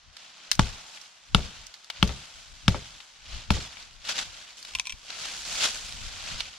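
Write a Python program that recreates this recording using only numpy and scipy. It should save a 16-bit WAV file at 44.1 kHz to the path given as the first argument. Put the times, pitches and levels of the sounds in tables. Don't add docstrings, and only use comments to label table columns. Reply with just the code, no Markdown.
import sys
import numpy as np
from scipy import signal
from scipy.fft import rfft, irfft, next_fast_len
from scipy.io import wavfile
from scipy.ndimage import uniform_filter1d

SR = 44100
rng = np.random.default_rng(int(sys.argv[2]) if len(sys.argv) > 2 else 0)


def wrap_up_sound(samples):
    columns = np.atleast_2d(samples).T
    tamed = np.clip(columns, -1, 1)
    steps = np.round(tamed * 32767).astype(np.int16)
    wavfile.write(sys.argv[1], SR, steps)


N = 290166
TIME = np.arange(N) / SR

# t/s, crack/dB, knock/dB, favoured knock f/Hz, thump/dB, bending pitch ratio,
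# second bending mode/dB, bite length/s, chip f/Hz, chip/dB, shaken leaves/dB
CHOPS = [(0.5928, -9.5, -5.5, 1070, -4, 0.97, 6, 0.0026, 3020, -16.5, -35.5),
         (1.3469, -12, -7, 1420, -2.5, 0.98, 0.5, 0.002, 2970, -7, -37.5),
         (2.0271, -12.5, -8, 1550, 0, 1.005, -16, 0.0036, 2860, -9, -38),
         (2.6802, -11.5, -9.5, 1500, -2, .97, 8.5, 0.0036, 3060, -12, -37),
         (3.5043, -12.5, -12.5, 1010, -2.5, 1.04, -5, 0.0028, 2760, -18.5, -33)]
# t/s, knock/dB, thump/dB, pitch ratio
LANDINGS = [(1.382, -30, -23, 1), (2.0923, -31.5, -21, 0.96), (2.7441, -18.5, -17, 0.96),
            (3.566, -35, -22.5, 0.96)]
# f/Hz, level/dB, t60/s
BENDING_MODES = [(61.6, -18, 0.28), (110, -13, 0.078), (193.3, -9.5, 0.072), (297, -25, 0.038),
                 (426.4, -31, 0.12), (544, -31.5, 0.11)]
# f/Hz, level/dB, t60/s
KNOCK_MODES = [(626, -6.5, 0.023), (891, -2.5, 0.024), (1125, -1.5, 0.012), (1365, 1, 0.013),
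               (1800, -9, 0.006), (2265, -6, 0.016)]
# f/Hz, level/dB
CRACK_COLOUR = [(200, 24.5), (700, -13), (1300, 8), (1850, 5), (3000, 0), (4200, 3), (5200, 5.5),
                (7500, -6), (10500, -12.5), (16000, -53)]
# t/s, level/dB, ring t60/s
BREAKS = [(4.737, -31, 0.017), (4.7505, -15, 0.026), (4.7546, -18, 0.0088), (4.7865, -26, 0.024),
          (4.797, -10.5, 0.017), (4.854, -30, 0.03), (4.8632, -29, 0.013), (4.87, -21, 0.033),
          (4.8952, -26.5, .05), (4.904, -29, 0.031), (4.9228, -27, 0.032)]
# f/Hz, level/dB, t60 relative to the ring
PIECE_MODES = [(1075, -10, 1.7), (2330, -6, 1.2), (2500, -3, 1.7), (2790, 2, 0.99), (3400, -0.5, 0.75),
               (3900, -16, 2.8), (5200, -21, 0.88), (6050, 1.5, 0.99), (7930, -5, 1)]
# t/s, level/dB, centre f/Hz, t60/s, left minus right/dB
TWIGS = [(.1682, -36.5, 4140, 0.02, -1), (0.5148, -12, 4500, 0.014, -0.5), (.517, -16, 3900, 0.019, 1.5),
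         (0.529, -36, 4700, 0.082, 15), (0.552, -33, 5560, .023, -4), (.972, -41, 2700, 0.065, 1),
         (1.0138, -42.5, 5200, .028, -12), (1.6675, -38, 6000, 0.018, -9), (1.74, -38.5, 4400, 0.043, -2),
         (1.845, -40.5, 4530, 0.0071, 3), (1.9006, -25.5, 3400, 0.029, 3), (2.075, -32.5, 4600, .04, 0),
         (2.092, -32.5, 2980, .02, 5), (3.003, -38.5, 3200, .022, 4.5), (3.7697, -38.5, 2500, 0.026, 4),
         (3.8264, -40, 4250, 0.013, -3), (4.051, -36.5, 4420, 0.034, 2), (4.092, -27, 3920, 0.0079, 12),
         (4.12, -32, 4200, .022, 12), (4.189, -26, 3680, 0.037, 4), (4.6267, -37.5, 4570, 0.04, 3),
         (4.6496, -34.5, 4030, 0.025, 3), (5.1035, -29.5, 4120, .014, 5), (5.924, -31.5, 3800, 0.013, -5),
         (6.399, -30, 3800, 0.021, 3), (6.4051, -21, 3480, 0.023, -4)]
# f relative to its centre, level/dB
SNAP_COLOUR = [(.1, -30), (.3, -7.5), (.6, -6.5), (1, 3.5), (1.35, -1.5), (1.8, -12), (2.501, -18.5),
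               (4, -38.5)]
# f/Hz, level/dB
LEAF_COLOUR = [(50, -50.5), (110, -14), (200, -9), (390, -14.5), (640, -7), (1100, -6.5), (1480, -2),
               (1750, -5.5), (3100, 0.5), (4400, -1), (6000, -3.5), (7470, -6.5), (8730, -16), (10200, -17),
               (13700, -37), (16000, -34.5)]
# f/Hz, level/dB
RUMBLE_COLOUR = [(12, -15), (28, 2.5), (60, -2), (120, -10.5), (220, -20), (500, -42), (1500, -91)]
# f/Hz, level/dB
HUSH_COLOUR = [(50, -29), (110, -27), (300, -28), (1000, -14), (3800, -17.5), (5900, -17), (9000, -31),
               (16000, -61)]
# f/Hz, level/dB
ECHO_COLOUR = [(40, -36), (120, -44), (300, -36), (700, 3.5), (1500, -5.5), (3000, -4.5), (7000, -1),
               (15000, 3)]
# f/Hz, correlation
LIKENESS = [(40, 0.22), (250, 0.6), (700, 0.82), (1400, 0.15), (2800, 0.81), (4500, 0.35), (7500, -0.17),
            (14000, -0.5)]
# f/Hz, level/dB
BALANCE = [(40, 7), (110, 0.5), (350, -1.5), (700, -2.5), (1300, 5.5), (2400, 4), (4400, -3), (8000, 1),
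           (14000, 10)]
# t of the peak/s, level/dB, rise/s, fall/s, treble relative to level/dB
STIRS = [(.19, -50.5, 0.1, 0.64, -13.5), (.46, -49.5, 0.59, 1, -17), (.97, -49, 0.5, 0.26, -6.5),
         (1.6, -51, 0.9, 0.67, -11), (1.97, -43.5, 0.1, 0.48, -18.5), (2.33, -50.5, 0.88, 0.66, -7.5),
         (2.63, -53, 0.4, 0.6, -11), (2.98, -53, 0.78, 0.45, -7.5), (3.36, -41.5, 0.24, 0.24, -14.5),
         (3.8, -45.5, 0.088, 0.13, -11.5), (4.098, -29, 0.057, 0.078, -11.5),
         (4.19, -28.5, 0.07, 0.081, -11), (4.35, -45.5, 0.71, 0.6, -11), (4.578, -50, 0.027, .1, -2),
         (4.68, -46.5, 0.11, 0.48, -8.5), (5.1, -39.5, 0.048, 0.16, -28), (5.248, -34, 0.21, 0.21, -9.5),
         (5.56, -34.5, 0.44, 0.69, -5.5), (5.646, -22.5, 0.11, 0.078, -8.5), (6.06, -41.5, 0.29, 0.74, -13),
         (6.31, -37, .36, 0.38, -12), (6.54, -53, 0.046, 0.047, -17)]
# t of the peak/s, level/dB, 20 dB rise and fall/s
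WAFTS = [(.09, -55, .09), (1.61, -50, 0.089), (2.38, -51, 0.065), (2.54, -51.5, 0.13), (2.92, -54.5, 0.13),
         (3.36, -40, 0.13), (3.9, -54, 0.4), (4.27, -51.5, 0.23), (4.77, -48, 0.096), (4.941, -45, 0.042),
         (5.56, -51.5, 0.69), (6.03, -42.5, 0.45), (6.352, -39.5, 0.14)]

REST_DB, REST_TREBLE_DB = -64, -13.5
PUFF_DB, PUFF_LAG_S, PUFF_RISE_S, PUFF_FALL_S = -27, 0.02, 0.049, 0.11
STILL_AIR_DB = -81
PIECE_PITCH = 0.96
HELD_LOW_DB = -1
TOP_HZ = 15600


def undb(db):
    return 10 ** (np.asarray(db) / 20)


def unit(x):
    return x / np.sqrt(np.mean(x ** 2))


def on_bins(points, size):
    hz, value = np.transpose(points)
    return np.interp(np.log(np.fft.rfftfreq(size, 1 / SR) + 1), np.log(hz), value)


def colour(x, points):
    size = next_fast_len(x.shape[-1] + 256)
    spectrum = rfft(x, size) * undb(on_bins(points, size))
    return irfft(spectrum, size)[..., :x.shape[-1]]


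def spread(pair):
    size = next_fast_len(pair.shape[-1])
    likeness = np.clip(on_bins(LIKENESS, size), -1, 1)
    mid, side = rfft(pair, size) * np.sqrt([1 + likeness, 1 - likeness]) / np.sqrt(2)
    return irfft([mid + side, mid - side], size)[:, :pair.shape[-1]]


def noise(points, size):
    return unit(colour(spread(rng.standard_normal((2, size))), points))


def fade(t, t60):
    return np.exp(-np.log(1000) * t / t60)


def strike(t, rise_s, hold_s, t60):
    return np.minimum(t / rise_s, 1) * fade(np.maximum(t - hold_s, 0), t60)


def pan(db):
    return undb(np.array([[db], [-db]]) / 2)


def walk(rate):
    knots = rng.standard_normal(1024)
    return np.interp(TIME * rate, np.arange(len(knots)), knots)


def add(out, s, sound):
    start = int(s * SR)
    out[:, start:start + sound.shape[-1]] += sound[..., :N - start]


def swell(s, db, rise_s, fall_s):
    return undb(db - 20 * np.maximum((s - TIME) / rise_s, (TIME - s) / fall_s)) ** 2


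def ring(modes, t, pitch, rise_s):
    t = np.maximum(t, 0)
    swing = 0
    for k, (hz, db, t60) in enumerate(modes):
        swing = swing + (-1) ** k * undb(db) * np.sin(2 * np.pi * hz * pitch * t) * fade(t, t60)
    return swing * (1 - np.exp(-(t / rise_s) ** 2))


def burst(points, envelope, apart=0.95):
    left, right = noise(points, len(envelope)) * envelope
    x = (left + right) + apart * (left - right) * np.array([[1], [-1]])
    return x * np.sqrt(np.sum(envelope ** 2) / np.sum(x ** 2, axis=1, keepdims=True))


def air():
    puffs = sum(swell(s + PUFF_LAG_S, PUFF_DB, PUFF_RISE_S, PUFF_FALL_S) for s, *_ in CHOPS)
    wafts = sum(swell(s, db, length_s, length_s) for s, db, length_s in WAFTS)
    level = np.sqrt(puffs + wafts + undb(STILL_AIR_DB) ** 2)
    rumble = level * undb(0.78 * walk(9)) * noise(RUMBLE_COLOUR, N)
    hush = undb(-61.5) * noise(HUSH_COLOUR, N)
    return rumble + hush


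def trunks(x, t60, db, near_t60, near_db):
    t = TIME[:2 * SR]
    far = undb(db) * fade(t, t60) * np.minimum(t / 0.15, 1)
    near = undb(near_db) * fade(t, near_t60) * np.minimum(t / 0.0039, 1)
    scattered = signal.sosfilt(signal.butter(4, 450, "high", fs=SR, output="sos"), x)
    return signal.fftconvolve(scattered, noise(ECHO_COLOUR, len(t)) * (far + near), axes=1)[:, :N]


def crackle(per_s, scatter_db, flutter_share=0.95):
    size_db = scatter_db * np.minimum(rng.exponential(size=N), 5)
    clicks = (rng.random(N) < per_s / SR) * undb(size_db) * rng.standard_normal((2, N))
    t = TIME[:SR // 250]
    power = signal.fftconvolve(clicks ** 2, fade(t, 0.057)[None], axes=1)[:, :N]
    flutter = unit(np.sqrt(np.maximum(power, 0))) * rng.standard_normal((2, N))
    return unit(colour(spread(unit(clicks) + flutter_share * flutter), LEAF_COLOUR))


def flicker(x, depth_db, size=256):
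    spectrum = signal.stft(x, nperseg=size)[2]
    chance = rng.standard_normal(spectrum.shape[1:])
    chance = uniform_filter1d(chance, size=2, axis=0)
    chance = uniform_filter1d(chance, size=3, axis=1)
    return signal.istft(spectrum * undb(depth_db * unit(chance)), nperseg=size)[1][:, :N]


def leaves():
    pushes = [(undb(REST_DB) ** 2, REST_TREBLE_DB)]
    for s, db, rise_s, fall_s, treble_db in STIRS:
        pushes.append((swell(s, db, rise_s, fall_s), treble_db))
    stir = np.sqrt(sum(power for power, _ in pushes))
    treble = np.sqrt(sum(power * undb(treble_db + 1.0) ** 2 for power, treble_db in pushes))
    folds = crackle(per_s=140, scatter_db=0.5, flutter_share=0.87)
    brushing = crackle(per_s=5000, scatter_db=-1.0)
    grains = unit(flicker(brushing + undb(-11.5) * folds, depth_db=1.5))
    crisp = signal.sosfiltfilt(signal.butter(2, 6200, "high", fs=SR, output="sos"), grains)
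    stirred = (grains - crisp) * stir + unit(crisp) * treble
    stirred = stirred * undb(1.11 + 1.0 * walk(45))
    shaken = np.zeros((1, N))
    for s, *_, shake_db in CHOPS:
        add(shaken, s, undb(shake_db) * strike(TIME, 0.0049, 0, 1.0))
    bark = crackle(per_s=44, scatter_db=2.0, flutter_share=1.0)
    patter = crackle(per_s=3000, scatter_db=0.5) + undb(-11.5) * bark
    return stirred + shaken * undb(0.86 * walk(60)) * unit(flicker(patter, depth_db=2.5))


def twigs():
    out, t = np.zeros((2, N)), TIME[:SR // 8]
    for s, db, hz, t60, pan_db in TWIGS:
        tone = [(hz * ratio, tone_db) for ratio, tone_db in SNAP_COLOUR]
        snap = burst(tone, strike(t, 0.000083, 0.0008, t60))
        add(out, s, undb(db) * pan(pan_db) * snap)
    return out


def landings():
    out, t = np.zeros((2, N)), TIME[:SR // 4]
    slap_colour = [(40, -20.0), (150, 2), (450, 4.5), (900, -3.5), (2000, -11), (4000, -27.0), (9000, -43.5)]
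    for s, knock_db, thump_db, pitch in LANDINGS:
        add(out, s, undb(knock_db) * ring(KNOCK_MODES, t, pitch, rise_s=0.002))
        add(out, s, undb(thump_db + 15.5) * ring(BENDING_MODES[-2:], t, pitch, rise_s=0.0058))
        add(out, s, undb(thump_db - 10.5) * burst(slap_colour, strike(t, 0.01, 0, 0.087)))
    return out


def breaking():
    out, t = np.zeros((2, N)), TIME[:SR // 6]
    ports = np.array([t, t - 0.00005])
    tear_colour = [(400, -32), (1200, -12), (3000, 7.5), (6000, -0.5), (10000, -6.5), (16000, -41)]
    for free, (s, db, t60) in zip(np.linspace(0, 1, len(BREAKS)), BREAKS):
        chance = rng.standard_normal((len(PIECE_MODES), 2))
        modes = []
        for k, ((hz, mode_db, share), (detune, grip)) in enumerate(zip(PIECE_MODES, chance)):
            held_db = HELD_LOW_DB * (1 - free) * (k == 0)
            modes.append((hz * (1 + 0.018 * detune), mode_db + 2.0 * grip + held_db, t60 * share))
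        body = ring(modes, ports, PIECE_PITCH, rise_s=0.0005)
        tear = burst(tear_colour, fade(t, 0.64 * t60), apart=1.0)
        add(out, s, undb(db) * (undb(-9) * body + undb(-6.5) * tear))
    return out


def chops():
    out, t = np.zeros((2, N)), TIME[:SR // 2]
    ports = np.array([t, t - 0.00011])
    chip_shape = [(0.4, -42), (0.78, -12.5), (1, 1), (1.3, -4.5), (1.55, -9.5), (3, -48)]
    chatter_colour = [(120, -20), (300, -3), (480, 0), (1100, -5), (2200, -22)]
    soil_colour = [(20, -14), (60, -2), (120, 0), (200, -6), (300, -17), (500, -18), (1200, -36), (3000, -60)]
    for (s, crack_db, knock_db, knock_hz, thump_db, bend_pitch,
         second_db, bite_s, chip_hz, chip_db, _) in CHOPS:
        crack = burst(CRACK_COLOUR, strike(t, 0.0017, bite_s, 0.014), apart=0.96)
        add(out, s, undb(crack_db) * crack * pan(1.5))
        chip_colour = [(chip_hz * ratio, db) for ratio, db in chip_shape]
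        chip = burst(chip_colour, strike(t, 0.00008, 0.0012, 0.0028), apart=0.45)
        add(out, s, undb(chip_db) * chip * pan(6.2))
        modes = [(hz, db - 7 * abs(np.log2(hz / knock_hz)), t60) for hz, db, t60 in KNOCK_MODES]
        add(out, s, undb(knock_db) * ring(modes, ports, 1.0, rise_s=0.0004))
        bending = [(hz, db + second_db * (k == 1), t60) for k, (hz, db, t60) in enumerate(BENDING_MODES)]
        add(out, s, undb(thump_db) * ring(bending, t, bend_pitch, rise_s=0.0012))
        chatter = burst(chatter_colour, strike(t, 0.003, 0, 0.07), apart=0.25)
        add(out, s, undb(thump_db - 32.5) * chatter)
        soil = burst(soil_colour, strike(t, 0.04, 0, 0.4), apart=0.15)
        add(out, s, undb(thump_db - 26.5) * soil)
    return out


def scene():
    wood = chops() + landings() + breaking() + twigs()
    echo = trunks(wood, t60=1.21, db=-53.5, near_t60=0.079, near_db=-33.5)
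    return wood + echo + leaves() + air()


def record(dry):
    left = colour(dry[0], [(hz, db / 2) for hz, db in BALANCE])
    right = colour(dry[1], [(hz, -db / 2) for hz, db in BALANCE])
    clipped = np.clip([left, right], -1, 1)
    return signal.sosfilt(signal.ellip(8, 0.2, 70, TOP_HZ, fs=SR, output="sos"), clipped)


dry = scene()
out = record(dry)
wrap_up_sound(out)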